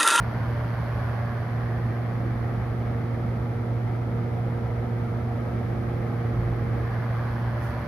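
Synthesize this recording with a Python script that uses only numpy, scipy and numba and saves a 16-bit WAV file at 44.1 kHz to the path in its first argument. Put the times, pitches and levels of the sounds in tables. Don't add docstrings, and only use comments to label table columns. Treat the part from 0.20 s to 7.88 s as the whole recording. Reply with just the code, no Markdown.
import sys
import numpy as np
from scipy import signal
from scipy.fft import rfft, irfft, next_fast_len
from scipy.io import wavfile
from scipy.ndimage import uniform_filter1d
from numba import njit

SR = 44100
rng = np.random.default_rng(int(sys.argv[2]) if len(sys.argv) > 2 else 0)


def store_pcm(level_fs):
    pcm = np.round(np.clip(level_fs, -1, 1) * 32767).astype(np.int16)
    wavfile.write(sys.argv[1], SR, np.atleast_2d(pcm).T)


N = 338501
T = np.arange(N) / SR
SIDES = np.array([[1], [-1]])


def undb(db):
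    return 10 ** (np.asarray(db) / 20)


def between(facing, shaded, hidden):
    return facing + hidden * (shaded - facing)


def curves(table):
    seconds, *columns = np.transpose(table)
    return [np.interp(T, seconds, column) for column in columns]


def across(table, hz, axis=1):
    columns = np.transpose(table)
    return np.interp(np.log(hz), np.log(columns[0]), columns[axis])


def walk(rate):
    hold = int(SR / rate)
    steps = np.repeat(rng.standard_normal(N // hold + 1), hold)
    return uniform_filter1d(uniform_filter1d(steps, hold), hold)[:N]


@njit
def band_pass(x, hz, width):
    y, band, low = np.empty(len(x)), 0., 0.
    for i in range(len(x)):
        g, k = np.tan(np.pi * hz[i] / SR), width / hz[i]
        v = (band + g * (x[i] - low)) / (1 + g * (g + k))
        band, low, y[i] = 2 * v - band, low + 2 * g * v, k * v
    return y


def air(tone, db, gate, modes=(), axis=1):
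    # frequency in Hz, level in dB.
    ports = [(20, -35.5), (32, -27.5), (45, -9), (60, 1), (1700, 0.5), (2200, -6.5), (2750, -16),
             (3200, -15.5), (3800, -19.5), (4600, -21), (6000, -26.5), (7900, -37.5), (9500, -28.5),
             (12000, -27.5), (13800, -32), (15600, -43.5)]
    # frequency in Hz, likeness facing (0-1), likeness hidden (0-1).
    likeness = [(40, 1, 0.98), (180, 0.98, 0.96), (400, 0.5, 0.59), (620, 0.87, 0.73), (900, 0.7, 0.18),
                (1150, 0.8, 0.8), (1390, 0.4, .2), (1840, 0.4, 0.2), (2330, 0.6, 0.6), (2780, 0, 0.1),
                (4000, 0.07, 0.04)]
    # frequency in Hz, difference facing in dB, difference hidden in dB.
    tilt = [(60, -2, -2.5), (200, 0, -2), (330, -2.5, -3), (470, -1, -4), (700, -1, -2), (1100, -2, 1),
            (1350, 0, -0.5), (2380, -1, 2), (3000, -4, -1), (3900, -2, -2.5), (4700, -4, -2.5),
            (6000, -1.5, 0.5), (7000, -1.5, -2.5), (8300, 0.5, -0.5), (11000, -3, -3), (13500, -2.5, -.5),
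            (15000, -4.5, -3)]
    right_lag_s = (-1e-5, 5e-5)[axis - 1]
    size = next_fast_len(N)
    hz = np.maximum(np.arange(size // 2 + 1) * SR / size, 1)
    bumps = sum(peak_db / (1 + (2 * (hz - centre) / width) ** 2) for centre, width, peak_db in modes)
    colour = across(tone, hz) + across(ports, hz) + bumps
    alike = np.clip(across(likeness, hz, axis=axis), 0, 1)
    mid, side = rfft(gate * rng.standard_normal((2, N)), size)
    pair = np.sqrt(1 + alike) * mid + SIDES * np.sqrt(1 - alike) * side
    pair = pair * np.exp(1j * np.pi * SIDES * hz * right_lag_s)
    out = irfft(pair * undb(colour + SIDES * across(tilt, hz, axis=axis) / 2), size)[:, :N]
    return out * undb(db) / out.std()


def hiss():
    # time the peak is reached in seconds, peak level in dB.
    bursts = [(7.43, -57.5)]
    # frequency in Hz, relative level in dB per Hz.
    hiss_tone = [(20, -89.5), (3000, -29), (6000, -4), (8000, -6), (11000, -3), (13000, -4), (16000, 3)]
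    rise_db_s, hold_s, fall_db_s = 420, .03, 140
    shape = 0
    for peak_s, db in bursts:
        rise = rise_db_s * np.maximum(peak_s - T, 0)
        fall = fall_db_s * np.maximum(T - peak_s - hold_s, 0)
        shape = shape + undb(db - rise - fall)
    return shape * air(hiss_tone, 0, 1)


def rush(phase, hidden, hollow_hz):
    # frequency in Hz, relative level in dB per Hz.
    facing_tone = [(60, -11), (75, -11), (95, -13.5), (140, -14), (175, -16.5), (210, -19), (300, -23),
                   (421, -25.5), (600, -23.5), (800, -23), (1000, -25), (1250, -26), (1600, -29.5),
                   (2300, -29), (16000, -31)]
    # frequency in Hz, relative level in dB per Hz.
    hidden_tone = [(60, -8.5), (80, -13), (105, -9), (150, -16.5), (240, -16.5), (300, -21.5), (420, -22.5),
                   (550, -25.5), (800, -26), (1050, -28.5), (1500, -37), (2300, -32.5), (6000, -31.5),
                   (16000, -32)]
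    # centre in Hz, width in Hz, boost or cut in dB.
    grille = [(3750, 500, -2), (4440, 700, 2), (7600, 1500, -4), (13000, 2500, 1)]
    # centre in Hz, width in Hz, boost in dB.
    cavity = [(171, 33, 4), (335, 64, 3), (530, 30, 5), (615, 25, 2.5), (723, 55, 5), (1320, 200, 6.5),
              (1567, 140, 4.5), (2100, 480, 3)]
    throb_lag = 1.9
    gate = 1 + between(.17, .12, hidden) * np.cos(phase - throb_lag)
    gust_db, gust_rate = 0.26, 8
    gate = gate * undb(gust_db * walk(gust_rate))
    facing = np.sqrt(1 - hidden) * air(facing_tone, -32, gate, grille)
    shaded = np.sqrt(hidden) * air(hidden_tone, -31, gate, cavity, axis=2)

    hollow_depth, hollow_width_hz = between(0.3, 0.65, hidden), 125.
    right_up = .07
    second_ratio, second_depth, second_width_hz = 1.48, 0.31, 150.
    lift_hz, lift_width_hz = between(1550, 2070, hidden), 240.
    lift_gain = 0.14 * (1 - hidden) + 0.37 * np.sin(np.pi * hidden)
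    out = []
    for x, hz in zip(facing + shaded, (hollow_hz, hollow_hz * (1 + right_up * hidden))):
        hollow = hollow_depth * band_pass(x, hz, hollow_width_hz)
        second_hollow = second_depth * band_pass(x, second_ratio * hz, second_width_hz)
        lift = lift_gain * band_pass(x, lift_hz, lift_width_hz)
        out.append(x - hollow + lift - second_hollow)
    return np.array(out)


def clumped(pair):
    # centre in Hz, width in Hz, depth (0-1), random draws a second.
    eddies = [(60, 41, 0.22, 2.94), (176, 90, 0.09, 5.16), (290, 90, 0.19, 3), (520, 120, 0.17, 40),
              (745, 240, 0.09, 90), (1210, 360, 0.15, 90), (2000, 1400, 0.12, 90)]
    out = pair
    for hz, width, depth, rate in eddies:
        patch = np.array([band_pass(x, np.full(N, 1. * hz), 1. * width) for x in pair])
        out = out + depth * walk(rate) * patch
    return out


def hum(phase, hidden, tone_db):
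    # time in seconds, then levels in dB of multiples 2 to 8 of the blade rate.
    overtone_db = [(0, -44, -63, -53, -59, -60, -60, -55), (.35, -44, -63, -55, -48, -66, -60, -55),
                   (.7, -51.5, -60, -54, -52.5, -58, -58, -58), (1.1, -43, -61, -52, -44, -55, -60, -66),
                   (1.3, -43.5, -52, -49, -57, -52, -56, -66), (1.6, -44, -49, -50, -63, -57, -57, -67),
                   (2.4, -43.5, -52, -47.5, -58, -52, -56, -69), (2.8, -40, -52, -46, -57, -57, -59, -67),
                   (3.9, -44, -46.5, -45.5, -61, -60, -64, -65), (4.5, -41.5, -49, -44, -63, -58, -64, -63),
                   (5.6, -39, -45.5, -45.5, -56.5, -60, -60, -68),
                   (6.1, -38.5, -46.5, -43.5, -61, -55, -63, -72),
                   (6.3, -47, -44.5, -47, -64, -54, -59, -71),
                   (6.65, -42.5, -53, -43.5, -61, -62, -57, -69), (6.9, -46, -50, -51, -63, -60, -58, -65),
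                   (7.2, -43, -48.5, -55, -54, -59, -61, -62), (7.5, -43, -49.5, -52.5, -43, -66, -64, -60)]
    # facing in dB, hidden in dB.
    overtone_pan = [(-3, -4.5), (-3, -6.5), (-1, -7), (-1, -1), (0, 5.5), (3.5, 2), (-2, -0.5)]
    lead, spread = 1.25, .28
    tone_waver_db, overtone_waver_db, overtone_waver_rad = 0.4, 1.4, .15
    tone_pan_db = between(-1.5, -1.6, hidden)
    out = undb(tone_db + tone_waver_db * walk(6) + SIDES * tone_pan_db / 2) * np.cos(phase)
    for k, (db, pan_db) in enumerate(zip(curves(overtone_db), overtone_pan), 1):
        gain = undb(db + overtone_waver_db * walk(5) + SIDES * between(*pan_db, hidden) / 2)
        offset = lead * k - spread * k ** 2 + overtone_waver_rad * walk(5)
        out = out + gain * np.cos((k + 1) * phase + offset)
    return np.sqrt(2) * out


def scene():
    # time in seconds, share hidden behind the frame (0-1),
    # centre of the hollow in Hz, level of the blade tone in dB, gain of the rush in dB.
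    phone = [(0, 0.04, 830, -29, 0.5), (.8, 0.01, 890, -28, 0.3), (1.3, 0.39, 890, -27.5, 0),
             (1.8, 0.63, 925, -27.5, 0), (2.5, 0.8, 966, -28, -0.3), (3.5, 1, 1023, -28, -0.2),
             (4.6, 0.98, 1060, -28, -0.2), (5.5, 1, 965, -28.5, 0.5), (6.1, 0.84, 910, -27, 0.15),
             (6.5, 0.82, 900, -27.5, 1), (6.9, 0.16, 910, -27.5, 0.25), (7.3, 0.01, 880, -28, .1),
             (7.68, 0.02, 840, -32.5, 0.7)]
    # time in seconds, blade rate in Hz.
    blade_rate = [(0, 117.35), (1.7, 117.2), (3, 117.3), (4.3, 117.45), (5.7, 117.3), (6.6, 117.0),
                  (7.68, 117.1)]
    hidden, hollow_hz, tone_db, rush_db = curves(phone)
    hidden = np.clip(hidden, 0, 1)
    phase = 2 * np.pi * np.cumsum(curves(blade_rate)[0]) / SR
    moving_air = undb(rush_db) * clumped(rush(phase, hidden, hollow_hz))
    return hum(phase, hidden, tone_db) + moving_air + hiss()


def record(dry):
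    open_s, top_hz = .004, 15600
    opening = np.sin(np.pi / 2 * np.minimum(T / open_s, 1)) ** 2
    low_pass = signal.ellip(10, .2, 80, top_hz, fs=SR, output="sos")
    return signal.sosfilt(low_pass, dry * opening)


dry = scene()
out = record(dry)
store_pcm(out)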